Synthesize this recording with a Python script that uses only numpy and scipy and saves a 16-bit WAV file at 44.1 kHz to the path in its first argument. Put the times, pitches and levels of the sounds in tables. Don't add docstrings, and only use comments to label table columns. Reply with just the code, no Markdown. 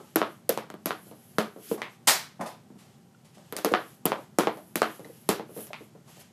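import sys
import numpy as np
from scipy import signal
from scipy.fft import rfft, irfft, next_fast_len
from scipy.io import wavfile
from scipy.ndimage import map_coordinates

SR = 44100
rng = np.random.default_rng(int(sys.argv[2]) if len(sys.argv) > 2 else 0)


def rack_gain(trim_db):
    fader = np.asarray(trim_db, float)
    return 10 ** (fader / 20)


def waveform_to_disk(signal):
    frames = np.transpose(np.atleast_2d(signal))
    scaled = np.clip(frames, -1, 1) * 32767
    samples = np.round(scaled).astype(np.int16)
    wavfile.write(sys.argv[1], SR, samples)


N = 278712
SPAN = SR // 2

# [t/s, crack level/dB, knock level/dB, thud level/dB, thud f/Hz]
FLAT_SLAPS = [
    (0.159, -12, -13.5, -17, 324),
    (0.4927, -11.5, -27, -17.5, 470),
    (0.8583, -15, -22, -25, 325),
    (3.5246, -29.5, -28.5, -33.5, 357),
    (3.647, -12, -16, -21.5, 427),
    (5.2902, -7, -15, -14.5, 400),
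    (4.055, -11.5, -16.5, -17, 352),
    (4.757, -12.5, -55.5, -22, 314),
]
# [t/s, crack level/dB, knock level/dB, thud level/dB, thud f/Hz]
EDGE_SLAPS = [
    (0.7016, -33.5, -32, -38, 430),
    (0.7404, -45, -37.5, -36, 370),
    (1.384, -10.5, -8.5, -14, 448),
    (1.714, -30.5, -32.5, -24.5, 427),
    (3.566, -14, -41, -35.5, 493),
    (3.5871, -34, -28.5, -32.5, 437),
    (3.7206, -31, -47.5, -25, 420),
    (4.3863, -7, -10, -12.5, 370),
    (4.4348, -30, -26, -30, 440),
    (5.591, -41, -61, -34.5, 563),
]
# [t/s, crack level/dB, thud level/dB, thud f/Hz]
TAPS = [(1.0684, -47, -47, 465), (1.1128, -44.5, -38.5, 477), (1.562, -55, -37, 410),
        (4.189, -68, -37, 570), (4.5717, -42, -34.5, 600), (4.994, -43, -35.5, 487), (5.052, -43, -38, 436),
        (5.493, -66, -41, 443), (5.564, -48, -38.5, 450), (5.5759, -41, -35, 444), (5.606, -40, -45, 403),
        (5.6688, -36.5, -53, 495), (5.8073, -54, -42.5, 354)]
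# [t/s, crack level/dB, knock level/dB, thud level/dB, knock f/Hz]
CLACKS = [
    (0.2162, -47, -10, -22.5, 1150),
    (.575, -21.5, -19.5, -29, 930),
    (0.9068, -27, -15, -36, 1280),
    (3.7381, -27, -6, -19, 1255),
    (4.119, -32, -13.5, -37, 940),
    (4.4713, -26, -11.5, -18, 886),
    (4.8186, -13.5, -7, -19, 1235),
    (5.3962, -44.5, -24, -27.5, 820),
]
# [t/s, crack level/dB, knock level/dB, thud level/dB, pitch factor]
RELEASES = [
    (1.818, -29.5, -23.5, -39, .93),
    (5.732, -37, -29.5, -36.5, 1.08),
]
# [t/s, thud level/dB, thud f/Hz]
BOUNCES = [
    (2.4, -30, 219.6),
    (2.703, -41.5, 213.5),
    (2.756, -46, 222.3),
    (3.372, -43, 550),
    (5.951, -45.5, 453),
    (6.171, -44, 670),
]
# [f/Hz, level/dB, t60/s]
PAD_MODES = [(220.6, 2.5, 0.13), (317.4, 0, 0.1), (409, -1.5, 0.05), (577, -5, 0.029)]
# [multiple of the knock pitch, level/dB, cycles to die]
BLADE_MODES = [(1, 2, 4.65), (1.5, 2, 1.5), (2.3, -15, 6.1), (.6, -17.5, 18)]
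# [f/Hz, level/dB, t60/s]
SHAFT_MODES = [(2990, -39, .05)]
# [f/Hz, level/dB, t60/s]
BENT_MODES = [(1250, 0.5, 0.0049), (2030, 5, 0.0033), (2320, -1, 0.0035), (3150, -15, .008)]
# [f/Hz, level/dB]
CRACK_COLOUR = [(1500, -2), (3000, -5.5), (5000, -6), (8000, -3.5), (11500, -5.5), (13500, -12),
                (16000, -22)]
# [t/s, level/dB]
PUFFS = [
    (.1586, -1.5),
    (0.4927, -2),
    (.8585, -8),
    (3.5247, -19.5),
    (3.6472, -8.5),
    (4.0553, -0.8),
    (4.3868, -15),
    (4.7569, -9.5),
    (5.2897, -13),
]
# [f/Hz, level/dB, t60/s]
PORT_MODES = [(11410, 0.5, 0.0038), (12800, 2, 0.0027)]
# [t/s, f/Hz, level/dB, length/s]
SHUDDERS = [(.008, 390, -41, 0.014), (1.697, 331, -42, 0.012), (3.641, 400, -40, 0.0082),
            (5.0975, 474, -40, 0.017), (5.566, 447, -38, 0.017), (0.494, 468, -12, 0.0074),
            (1.714, 467, -21.5, .016), (1.735, 397, -28.5, 0.013), (1.755, 385, -33.5, .01),
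            (2.3945, 790, -30, 0.0036), (3.551, 524, -36, .011), (3.65, 467.6, -18.5, .028),
            (3.716, 466, -20.5, 0.024), (4.389, 359, -17.5, 0.02), (4.434, 463, -23, 0.0071),
            (5.705, 638, -32.5, 0.0074)]
# [fastest moment t/s, pad hiss level/dB, carpet scuff level/dB,
# speeding up/s, slowing down/s]
STROKES = [(0.0, -65.5, -65.5, .05, 0.19), (.3, -64, -71, 0.1, 0.097), (1.054, -58.5, -68.5, 0.14, .08),
           (1.25, -62, -74, 0.17, 0.32), (1.721, -46, -51.5, 0.091, 0.044), (1.92, -67.5, -66, 0.052, .05),
           (2.796, -76, -71, 0.013, 0.17), (3.362, -77, -69, 0.042, 0.3), (3.854, -59, -65.5, 0.3, .12),
           (4.2, -64, -67, 0.11, 0.069), (4.56, -60, -74, 0.11, .19), (4.91, -56, -61, 0.1, .12),
           (5.12, -61, -67.5, 0.23, 0.23), (5.61, -45.5, -56.5, 0.071, .065),
           (5.82, -66.5, -71, 0.19, 0.073), (6.1, -62.5, -60, 0.028, 0.16),
           (6.198, -56.5, -57.5, 0.016, 0.035)]
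# [f/Hz, level/dB per Hz]
HISS_COLOUR = [(3530, -46.5), (6000, -28), (8580, -20), (9210, -14.5), (9780, -13), (10700, -8),
               (11500, -6), (15500, -23.5)]
# [f/Hz, level/dB per Hz]
SCUFF_COLOUR = [(710, -46), (1200, 6), (2390, 4.5), (3060, 8.5), (3790, 3), (8120, 4.5), (14000, -40)]
# [f/Hz, level/dB per Hz]
GOAL_COLOUR = [(71, -28), (120, -3.5), (503, -7.5), (805, 3), (1190, -2), (2200, -1.5), (2640, -6),
               (3050, -5), (8310, 1), (14700, -13.5), (16000, -55)]
# [f/Hz, level/dB, t60/s]
TUBE_MODES = [(1314, 0, 0.26), (2993, -6, 0.44), (3510, -5, 0.31), (3666, -7, 0.3), (5475, -15, 0.63),
              (5588, -6, 0.26), (7068, -8, 0.27), (8269, -10, 0.34)]
# [t/s, f/Hz, level/dB, length/s]
SQUEAKS = [
    (1.6895, 4950, -43, 0.0019),
    (3.15, 1400, -55.5, 0.0069),
    (5.048, 2000, -40.5, 0.0035),
]
# [t/s, bright level/dB, dull
# level/dB, rise/s, length/s]
FAR_CONTACTS = [(.001, -64, -42.5, 0.00049, 0.013), (1.774, -41.5, -36, .003, 0.033),
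                (2.398, -47, -33.5, 0.0035, 0.015), (2.408, -31.5, -24, 0.0023, 0.018),
                (2.459, -29, -36.5, 0.0055, 0.021), (2.781, -44.5, -55.5, 0.0078, 0.04),
                (3.245, -42, -53, 0.0096, 0.019), (3.344, -44.5, -65, 0.005, 0.02),
                (3.381, -44, -45, 0.0014, 0.0041), (6.074, -46, -47.5, 0.0047, 0.02),
                (6.208, -37, -50.5, 0.0039, 0.01)]
# [f/Hz, level/dB per Hz]
BRIGHT_COLOUR = [(880, -20), (1500, -13.5), (1960, -4), (4810, -7.5), (10700, -8), (15000, -23)]
# [f/Hz, level/dB per Hz]
DULL_COLOUR = [(100, -30), (200, -3), (380, -6), (600, -2), (850, 0), (1200, -7), (1800, -15), (2600, -26),
               (4000, -60)]
# [t/s, level/dB]
WALLS = [(.0065, -19.5), (0.011, -0.5), (0.019, -15), (.022, -9.5), (0.03, -23.5)]
# [f/Hz, t60/s, level/dB]
ROOM_TAIL = [(150, 0.52, -7.5), (513, 0.23, 5), (1500, 0.29, 3.5), (4300, 0.27, 5), (8500, 0.22, -1.5),
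             (13200, 0.22, 7)]
# [f/Hz, level/dB per Hz]
DRONE_COLOUR = [(15, -74), (25, -53), (97, -5.5), (137, 1.5), (240, -1.5), (282, -14), (368, -10.5),
                (520, -17), (796, -18), (959, -21), (1360, -24.5), (2570, -32), (13400, -35.5),
                (14500, -51.5)]
# [f/Hz, level/dB, width/Hz]
FAN_LINES = [(786, -75, 20), (576, -82, 20)]
# [f/Hz, level/dB]
PHONE_TOP = [(15300, 0), (15600, -26)]
# [f/Hz, level/dB]
PHONE_GATE = [(13000, -120), (13400, -76), (14500, -70), (15100, -68), (15500, -41), (16600, -30)]


def stick():
    out = np.zeros(N + SR)
    usual = 1273
    for rows, room_db in (FLAT_SLAPS, 2.5), (EDGE_SLAPS, 0.5):
        for s, crack_db, knock_db, thud_db, hz in rows:
            blow(out, s, crack_db, knock_db, thud_db, blade(usual), hz, room_db)
    for s, crack_db, thud_db, hz in TAPS:
        knock_db = thud_db - 13.5
        blow(out, s, crack_db, knock_db, thud_db, blade(usual), hz, room_db=6)
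    for s, thud_db, hz in BOUNCES:
        crack_db, knock_db = thud_db - 41, thud_db - 44.5
        blow(out, s, crack_db, knock_db, thud_db, blade(usual), hz, room_db=5)
    for s, crack_db, knock_db, thud_db, hz in CLACKS:
        blow(out, s, crack_db, knock_db, thud_db, blade(hz), 380, room_db=0)
    for s, crack_db, knock_db, thud_db, stiff in RELEASES:
        bent = [(stiff * hz, db, t60) for hz, db, t60 in BENT_MODES]
        blow(out, s, crack_db, knock_db, thud_db, bent, 740, room_db=2.5)
    return out[:N]


def blow(out, s, crack_db, knock_db, thud_db, modes, thud_hz, room_db):
    t = np.arange(SR // 6) / SR
    contact = 64 / SR
    late = np.maximum(t - contact, 0)
    tilt_db = np.clip(.2 * (crack_db - knock_db - 13), -6, 0)
    colour = [(hz, db + tilt_db * np.log2(hz / 4000)) for hz, db in CRACK_COLOUR]
    snap = rack_gain(crack_db - 1) * np.pad(click(colour), (0, len(t)))[:len(t)]
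    grit = np.exp(-np.abs(t - contact) / .0004) * noise(colour, len(t))
    soft = 1 - np.exp(-(late / 0.00011) ** 2)
    knock = rack_gain(knock_db + 3) * soft * ring(modes, late, scatter_db=1.5)
    push = rack_gain(-60 * late * thud_hz / 7) * np.sin(2 * np.pi * thud_hz * late)
    near = [(hz, db - 9 * abs(np.log2(hz / thud_hz)), t60) for hz, db, t60 in PAD_MODES]
    thud = rack_gain(thud_db) * soft * (push + rack_gain(-5.5) * ring(near, late, scatter_db=2))
    body = knock - thud
    start = s - 40 / SR
    add(out, start, snap + rack_gain(crack_db - 3) * grit + body)
    add(out, start, rack_gain(room_db) * room(snap, early_db=-11, late_db=7.5, build=0.00063))
    add(out, start, rack_gain(room_db) * room(body, early_db=-9, late_db=-2, build=0.001))


def blade(knock_hz):
    return [(k * knock_hz, db, cycles / (k * knock_hz)) for k, db, cycles in BLADE_MODES] + SHAFT_MODES


def puffs():
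    out, t = np.zeros(N + SR), np.arange(SR // 100) / SR
    # under its thud, and -30 dB at most
    leaks = [(row[0], min(row[3] - 3.5, -30)) for row in EDGE_SLAPS]
    for s, db in PUFFS + leaks:
        whistle = rack_gain(db) * (1 - np.exp(-(t / 0.00025) ** 2)) * ring(PORT_MODES, t, scatter_db=.5)
        add(out, s, whistle)
        add(out, s - .0004 + WALLS[0][0], rack_gain(-13) * whistle)
    return out[:N]


def shudders():
    out, t = np.zeros(N + SR), np.arange(SR // 12) / SR
    for s, hz, db, length in SHUDDERS:
        rise = 1 - np.exp(-t / 0.00082)
        sag = rack_gain(-6 * t / length)
        stop = np.exp(-np.maximum(t - length, 0) / 0.0032)
        rough = rack_gain(db + 1.6 * wobble(170)[:len(t)])
        turn = 2 * np.pi * hz * t + np.cumsum(.04 * rng.standard_normal(len(t)))
        beating = np.sin(turn) + 0.35 * np.sin(.68 * turn)
        tone = rough * rise * sag * stop * beating
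        add(out, s, tone)
        add(out, s, room(tone, early_db=-20, late_db=-9, build=.004))
    return out[:N]


def sliding():
    s, pad_db, carpet_db, rise, fall = np.transpose(STROKES)[:, :, None]
    since = np.arange(N) / SR - s
    power = np.where(since < 0, 1.6, 2.6)
    speed = np.exp(-np.abs(since / np.where(since < 0, rise, fall)) ** power)
    grit_db = 1.2 * wobble(50) + 1.2 * wobble(400)
    hiss = (rack_gain(pad_db) * speed).max(0) * rack_gain(grit_db) * noise(HISS_COLOUR, N)
    effort = (rack_gain(carpet_db) * speed).max(0) + rack_gain(-75)
    return hiss + effort * rack_gain(wobble(30)) * noise(SCUFF_COLOUR, N)


def goal():
    out, t = np.zeros(N + SR), np.arange(SPAN) / SR
    shot_s, shot_db = 2.072, -10
    swell = 1 - .75 * np.exp(-t / .006)
    crash = swell * rack_gain(-60 * t / 0.091 + 1.2 * wobble(700)[:SPAN]) * noise(GOAL_COLOUR, SPAN)
    tubes = rack_gain(-30) * (1 - np.exp(-t / .005)) * ring(TUBE_MODES, t, scatter_db=1)
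    hit = click(GOAL_COLOUR)
    hit = hit / np.linalg.norm(hit)
    answer = room(hit, early_db=-3.5, late_db=27.5, build=0.0065, longer=1.25)
    add(out, shot_s, rack_gain(shot_db) * (crash + tubes + answer))
    return out[:N]


def squeaks():
    out, half = np.zeros(N + SR), SR // 40
    t = np.arange(-half, half) / SR
    for s, hz, db, length in SQUEAKS:
        turn = 2 * np.pi * hz * t + np.cumsum(.05 * rng.standard_normal(len(t)))
        tone = np.sin(turn) + 0.27 * np.sin(2 * turn) + .15 * np.sin(3 * turn)
        chirp = rack_gain(db) * np.exp(-(2 * t / length) ** 2) * tone
        add(out, s - half / SR, chirp)
        add(out, s - half / SR, room(chirp, early_db=-14, late_db=-8, build=.008))
    return out[:N]


def far():
    out, t = np.zeros(N + SR), np.arange(SR // 5) / SR
    for s, bright_db, dull_db, rise, length in FAR_CONTACTS:
        shape = (1 - np.exp(-t / rise)) * np.exp(-t / length)
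        bright = rack_gain(bright_db - 11) * noise(BRIGHT_COLOUR, len(t))
        dull = rack_gain(dull_db - 3) * noise(DULL_COLOUR, len(t))
        puff = shape * (bright + dull)
        add(out, s, puff)
        add(out, s, room(puff, early_db=-38, late_db=-1.5, build=0.025))
    return out[:N]


def room(x, early_db, late_db, build, longer=1):
    hz, t, z = signal.stft(rng.standard_normal(SPAN), SR, nperseg=256)
    t60 = longer * along(ROOM_TAIL, hz)[:, None]
    decay_db = along(ROOM_TAIL, hz, order=2)[:, None] - 60 * t / t60
    tail = signal.istft(z * rack_gain(decay_db), SR, nperseg=256)[1][:SPAN]
    since = np.arange(SPAN) / SR
    tail = tail * (1 - np.exp(-since / build))
    lumps = np.repeat(rng.standard_normal(SPAN // 48 + 1), 48)[:SPAN]
    tail = tail * rack_gain(3 * lumps * np.exp(-since / .06))
    answer = rack_gain(late_db) * tail / np.linalg.norm(tail)
    for s, db in WALLS:
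        answer[round(s * SR)] += rack_gain(db + early_db)
    return signal.fftconvolve(x, answer)[:SPAN]


def furnace():
    lines = sum(rack_gain(db) * noise([(hz - w, -40), (hz, 0), (hz + w, -40)], N) for hz, db, w in FAN_LINES)
    return rack_gain(-55.5 + 0.85 * wobble(8.5)) * noise(DRONE_COLOUR, N) + lines


def unit(x):
    return x / np.sqrt(np.mean(x ** 2) + 1e-20)


def along(points, hz, order=1):
    p = np.transpose(points)
    return np.interp(np.log(hz + 1), np.log(p[0] + 1), p[order])


def wobble(rate):
    knots = rng.standard_normal(int(N * rate / SR) + 4)
    return map_coordinates(knots, [np.arange(N) * rate / SR])


def noise(spectrum, size):
    m = next_fast_len(size + 4096)
    colour = rack_gain(along(spectrum, np.fft.rfftfreq(m, 1 / SR)))
    return unit(irfft(rfft(rng.standard_normal(m)) * colour, m)[:size])


def ring(modes, t, scatter_db):
    total = 0
    for hz, db, t60 in modes:
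        level_db = db + scatter_db * rng.standard_normal() - 60 * t / t60
        total = total + rack_gain(level_db) * np.sin(2 * np.pi * hz * t)
    return total


def click(spectrum):
    pulse = np.roll(irfft(rack_gain(along(spectrum, np.fft.rfftfreq(512, 1 / SR)))), 64)
    return pulse / pulse.max()


def add(out, s, x):
    out[round(s * SR):][:len(x)] += x


def scene():
    struck = stick() + puffs() + shudders() + goal() + squeaks() + far()
    struck = signal.sosfilt(signal.butter(5, 125, "high", fs=SR, output="sos"), struck)
    mix = struck + sliding() + furnace()
    return signal.sosfilt(signal.butter(2, 80, "high", fs=SR, output="sos"), mix)[None]


def low_pass(x):
    return signal.sosfilt(signal.butter(12, 16620, fs=SR, output="sos"), x)


def record(dry):
    squeezed = dry / (1 + np.abs(dry / .75) ** 3) ** (1 / 3)
    hz, t, z = signal.stft(squeezed, SR, nperseg=1024)
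    band = np.arange(len(hz)) // 16
    power = np.add.reduceat(np.abs(z) ** 2, np.arange(0, len(hz), 16), axis=1) / 16
    level = np.sqrt(power)[:, band]
    is_heard = level > rack_gain(along(PHONE_GATE, hz[band * 16]) - 18)[:, None]
    z = z * rack_gain(along(PHONE_TOP, hz))[:, None] * is_heard
    kept = signal.istft(z, SR, nperseg=1024)[1][:, :N]
    return low_pass(kept)


dry = scene()
out = record(dry)
waveform_to_disk(out)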